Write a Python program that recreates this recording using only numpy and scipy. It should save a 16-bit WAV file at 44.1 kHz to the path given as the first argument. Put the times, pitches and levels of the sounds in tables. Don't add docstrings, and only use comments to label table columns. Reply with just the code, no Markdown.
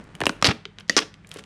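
import sys
import numpy as np
from scipy import signal
from scipy.fft import rfft, irfft
from scipy.io import wavfile

SR = 44100
rng = np.random.default_rng(int(sys.argv[2]) if len(sys.argv) > 2 else 0)


def dump(signal):
    limited = np.clip(np.atleast_2d(signal).T, -1, 1)
    pcm = np.round(limited * 32767).astype(np.int16)
    wavfile.write(sys.argv[1], SR, pcm)


N = 63945
SIZE = 131072
HZ = np.maximum(np.arange(SIZE // 2 + 1) * SR / SIZE, 1)
T = np.arange(N) / SR

# f/Hz, relative level/dB
FLOOR_COLOUR = [(25, -26.5), (50, -1), (100, 2.5), (170, 3.5), (300, -6), (600, -15.5), (2000, -13.5),
                (5000, -29), (9000, -38.5), (16000, -58)]
FLOOR_DB = -55
# f/Hz, RMS level/dB
HUM_PARTIALS = [(50, -65), (101, -60), (160, -59), (201, -60.5)]

# f/Hz, relative level/dB
ROOM_COLOUR = [(100, -2), (300, 9.5), (1000, -5.5), (3500, -3.5), (7000, -5), (14000, 1.5)]
# f/Hz, time to fall 60 dB/s
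ROOM_T60 = [(150, 0.2), (400, 0.23), (1000, .38), (4000, 0.28), (7000, 0.25), (12000, 0.23)]
ROOM_DB, ROOM_BUILD_S = -14.5, 0.0028
DESK_S, DESK_DB = 0.0104, -22

# t/s, RMS level/dB
RUB_LEVEL = [(0, -40), (.03, -51), (.19, -51), (.4, -49.5), (.75, -70), (.8, -49.5), (.85, -66.5),
             (1.23, -63.5), (1.3, -54.5), (1.33, -53), (1.39, -56.5), (1.45, -48.5)]
# f/Hz, relative level/dB
RUB_COLOUR = [(100, 17), (300, 13.5), (700, 7.5), (1800, 4.5), (4000, -8.5), (9000, -17), (15000, -37)]
RUB_GRAINS_PER_S, RUB_SPREAD_DB = 1700, 5

# t/s, level/dB, f/Hz, Gaussian 1/e half-width/s
THUDS = [(.004, -37.5, 205, 0.0086), (.151, -41.5, 161, 0.013), (0.4291, -32, 133.2, 0.0068),
         (0.49, -13, 127.3, 0.0049), (0.501, -21.5, 219, 0.01), (0.661, -40, 414, 0.0057),
         (1.365, -39, 390, 0.0033)]

# f/Hz, relative level/dB, time to fall 60 dB/s
POP_MODES = [(210, -12.5, 0.058), (345, -8.5, 0.027), (580, -14, 0.0157), (1786, 3.5, 0.0044),
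             (1963, 3, 0.015), (3475, -8, 0.017), (4780, 3, 0.0075), (5940, 1.5, 0.0088),
             (6700, 0.5, 0.005)]
POP_S, POP_DB = 0.8963, -12.5

SNAP_BANDS_HZ = [300, 1300, 2900, 5300, 10000]
TICK_BANDS_HZ = [450, 2300, 5300, 10000]
# t/s, length/s, then level/dB in each snap band
RIPS = [(.448, .028, -14.5, -22, -14, -35, -29), (.477, .04, -11.5, -17.5, -21.5, -24.5, -65),
        (0.786, 0.024, -43.5, -48, -42, -61, -65), (.9, 0.0091, -15.5, -24, -24, -35, -51.5),
        (.914, 0.041, -36, -47.5, -31, -43.5, -54), (.967, 0.023, -10.5, -7, -9, -14, -33.5),
        (0.972, 0.0057, -20, -25, -26, -4, -25.5), (.993, 0.04, -18.5, -28, -27.5, -37.5, -58.5),
        (1.308, 0.099, -42.5, -39.5, -43.5, -50.5, -57), (1.359, 0.014, -31.5, -39, -39, -52, -56),
        (1.385, 0.008, -45, -30.5, -39.5, -36, -46)]
SLIPS_PER_S, SLIP_SPREAD_DB, RIP_RELEASE_S = 4000, 3, 0.003
# t/s, then level/dB in each tick band
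TICKS = [(0.041, -24.5, -38, -32, -30), (0.1522, -15, -10.5, -22, -18.5), (0.4149, -8, -19.5, -20, -31),
         (0.5245, -18, -4, -21, -37), (0.7858, -14, -8, -12.5, -37), (.8005, -15.5, -22, -28, -26),
         (.807, -13, -15.5, -17, -43), (0.88, -28, -42, -21, -41), (0.887, -19.5, -23.5, -19.5, -42),
         (1.004, 3, -13, -12, -14.5), (1.0225, -7, -2.5, -10, -31), (1.1413, -25, -17, -19.5, -35.5),
         (1.247, -29, -13, -48, -44), (1.2717, -29.5, -32, -24, -24), (1.292, -34, -34, -28, -19.5),
         (1.3155, -17, -6.5, -10.5, -19), (1.341, -14, -22, -22, -12), (1.36, 4.5, -15, -36, -43),
         (1.3715, -8, -21, -18, -25), (1.3875, -14, -25, -26, -29), (1.393, -15, -10, -24, -25),
         (1.439, -34, -16.5, -20.5, -29.5)]
TICK_PATCH_HZ = 3170
# t/s, dispersion scale/ms, f/Hz of the ringing patch, then level/dB in each snap band
SNAPS = [(.205, 3, 2620, 12.5, 9, -2, -9.5, -10), (.215, 6.24, 1785, 20.5, 8.5, 7.5, -8, -14.5),
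         (0.2368, 4, 2320, 13, 8.5, -0.5, -7, -22), (0.2565, 0.74, 5270, 8, 6, 0, 1, -7),
         (.267, 2.14, 2750, 21.5, 18, 15.5, 0.5, 4.5), (0.2939, 2.59, 1490, 15.5, 11, 6, 2.5, -13.5),
         (0.4254, 0.76, 1200, 16, 18, 11, 10, -5), (0.4447, 0.66, 2820, 17, 18.5, 11.5, 19.5, -17),
         (.4487, .8, 4150, 23.5, -1, 17, 5, -21), (0.4535, 1.23, 4370, 14.5, 12, 15.5, 12.5, -8.5),
         (0.46, 0.16, 4000, 11, 12.5, 7, 7, -8), (0.4655, 0.25, 4130, -3, 11.5, 7, 8.5, -11.5),
         (.4682, .2, 4650, 4, 9, 12, -3.5, -10), (0.4712, 0.17, 4490, 13, 5, 10, 13, -9),
         (0.4888, 0.72, 2400, 14.5, 12, 7.5, -4, -13.5), (.495, 0.67, 2500, 12, 9.5, 1, 2, -31),
         (0.5104, .8, 2700, 10.5, 4, 8.5, -18, -19.5), (0.5149, 0.93, 3770, 1, 3, 3.5, -4, -31),
         (0.6541, 1.2, 3500, -11.5, -1, 0, -10, -36), (0.8963, 1.15, 4950, 11.5, 8.5, 7, 3.5, -4.5),
         (.9662, 1.19, 6000, 21.5, 14.5, 12.5, 16, -4.5), (0.9706, 0.53, 5700, 4, 10, -2, 13, -13.5),
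         (.9901, 0.59, 4760, 8.5, 5, 0.5, 10, -12.5)]

DISPERSION_MS = 0.6
STIFF_HZ = 3790
DIRECT_DB = -14.5
PATCH_DB, PATCH_OCTAVES = 7.5, 0.13
FREE_S = 0.6
STUCK_BASS_HZ, FREE_BASS_HZ = 133, 222
HOLLOW_HZ, HOLLOW_DB, HOLLOW_OCTAVES = 860, -5, 0.24
SCATTER_DB, SCATTER_T60_S = -3, 0.014
CRACK_LEAD = 32

# f/Hz, level/dB
SIDE_COLOUR = [(100, -50), (500, -46.5), (2000, -48), (5000, -38.5), (8000, -33), (11000, -23.5),
               (13500, -1.5)]
SIDE_ROOM_DB = 15
# f/Hz, level/dB
MICROPHONE = [(20, -7), (45, 1), (9500, -1), (11500, -9.5), (13000, -17.5), (16000, -27)]
OVERLOAD_DB, CUTOFF_HZ = -1.2, 17500


def from_db(db):
    return 10 ** (np.asarray(db) / 20)


def at_hz(points, hz):
    f, v = np.transpose(points)
    return np.interp(np.log(hz), np.log(f), v)


def rms_one(x):
    return x / np.sqrt(np.mean(x ** 2) + 1e-20)


def coloured(x, points):
    return irfft(rfft(x, SIZE) * from_db(at_hz(points, HZ)))[:N]


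def add(out, s, wave):
    i = max(int(round(s * SR)), 0)
    out[i:i + len(wave)] += wave[:max(N - i, 0)]


def background():
    floor = from_db(FLOOR_DB) * rms_one(coloured(rng.standard_normal(N), FLOOR_COLOUR))
    hum = np.zeros(N)
    for hz, db in HUM_PARTIALS:
        hum += from_db(db) * np.sqrt(2) * np.sin(2 * np.pi * (hz * T + rng.random()))
    return hum + floor


def room(x):
    response = np.zeros(N)
    edges = np.geomspace(60, 18000, 9)
    for low, high in zip(edges, edges[1:]):
        hz = np.sqrt(low * high)
        fall = from_db(-60 * T / at_hz(ROOM_T60, hz)) * (1 - np.exp(-T / ROOM_BUILD_S))
        band = signal.butter(2, [low, high], "band", fs=SR, output="sos")
        noise = signal.sosfilt(band, rng.standard_normal(N))
        gain = from_db(ROOM_DB + at_hz(ROOM_COLOUR, hz))
        response += noise * fall / np.linalg.norm(fall) * gain
    add(response, DESK_S, np.array([from_db(DESK_DB)]))
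    return signal.fftconvolve(x, response)[:N]


def slips(per_s, spread_db):
    happens = rng.random(N) < per_s / SR
    sign = rng.choice([-1, 1], N)
    size = from_db(spread_db * np.clip(rng.standard_normal(N), -2, 2))
    return rms_one(happens * sign * size)


def rub():
    grains = rms_one(coloured(slips(RUB_GRAINS_PER_S, RUB_SPREAD_DB), RUB_COLOUR))
    return from_db(np.interp(T, *np.transpose(RUB_LEVEL))) * grains


def thuds():
    out = np.zeros(N)
    for s, db, hz, width in THUDS:
        envelope = np.exp(-((T - s) / width) ** 2)
        out += from_db(db) * envelope * np.sin(2 * np.pi * hz * (T - s))
    return out


def scatter(wave):
    t = T[:2048]
    tail = rng.standard_normal(len(t)) * from_db(-60 * t / SCATTER_T60_S)
    tail *= 1 - np.exp(-t * 2000)
    tail *= from_db(SCATTER_DB) / np.linalg.norm(tail)
    return signal.fftconvolve(wave, np.r_[1, tail[1:]])


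def pop():
    ring = np.zeros(N)
    for k, (hz, db, t60) in enumerate(POP_MODES):
        decay = from_db(POP_DB + db - 60 * T / t60)
        ring += (-1) ** k * decay * np.sin(2 * np.pi * hz * T)
    out = np.zeros(N)
    add(out, POP_S, scatter(ring))
    return out


def crack(s, band_hz, levels_db, dispersion_ms, patch_hz=None, size=4096):
    hz = np.maximum(np.arange(size // 2 + 1) * SR / size, 1)
    db = at_hz(list(zip(band_hz, levels_db)), hz)
    if patch_hz:
        db = db + PATCH_DB / (1 + (np.log2(hz / patch_hz) / PATCH_OCTAVES) ** 2)
    if s > FREE_S:
        db = db + HOLLOW_DB / (1 + (np.log2(hz / HOLLOW_HZ) / HOLLOW_OCTAVES) ** 2)
    bass_hz = STUCK_BASS_HZ if s < FREE_S else FREE_BASS_HZ
    gain = from_db(db) / np.sqrt(1 + (bass_hz / hz) ** 5)
    cepstrum = irfft(np.log(gain + 1e-5))
    causal = np.exp(rfft(np.r_[cepstrum[0], 2 * cepstrum[1:size // 2]], size))
    late_s = dispersion_ms / 1000 * np.maximum(np.sqrt(1000 / hz) - np.sqrt(1000 / STIFF_HZ), 0)
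    bending = np.exp(-2j * np.pi * (np.cumsum(late_s) - late_s.sum()) * SR / size)
    direct = from_db(DIRECT_DB)
    wave = irfft(causal * (bending + direct) / (1 + direct))
    return np.roll(wave, CRACK_LEAD)[:size // 2]


def ticks():
    out = np.zeros(N)
    for s, *levels in TICKS:
        wave = crack(s, TICK_BANDS_HZ, levels, DISPERSION_MS, TICK_PATCH_HZ)
        add(out, s - CRACK_LEAD / SR, scatter(wave))
    return out


def rips():
    out = np.zeros(N)
    for s, length, *levels in RIPS:
        hold = np.exp(-np.maximum(T - length, 0) / RIP_RELEASE_S)
        run = slips(SLIPS_PER_S, SLIP_SPREAD_DB) * hold
        run *= np.linalg.norm(hold) / (np.linalg.norm(run) + 1e-9)
        add(out, s, signal.fftconvolve(run, crack(s, SNAP_BANDS_HZ, levels, DISPERSION_MS)))
    return out


def snaps():
    out = np.zeros(N)
    for s, dispersion_ms, patch_hz, *levels in SNAPS:
        wave = crack(s, SNAP_BANDS_HZ, levels, dispersion_ms, patch_hz)
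        add(out, s - CRACK_LEAD / SR, scatter(wave))
    return out


def scene():
    film = thuds() + pop() + ticks() + rips() + snaps()
    mid = background() + room(film) + rub() + film
    quadrature = irfft(1j * rfft(mid, SIZE))[:N]
    side = coloured(quadrature + from_db(SIDE_ROOM_DB) * room(film), SIDE_COLOUR)
    return np.array([mid + side, mid - side])


def record(dry):
    top = from_db(OVERLOAD_DB)
    heard = [coloured(np.clip(channel, -top, top), MICROPHONE) for channel in dry]
    low_pass = signal.cheby2(12, 70, CUTOFF_HZ, fs=SR, output="sos")
    return signal.sosfilt(low_pass, heard)


dry = scene()
out = record(dry)
dump(out)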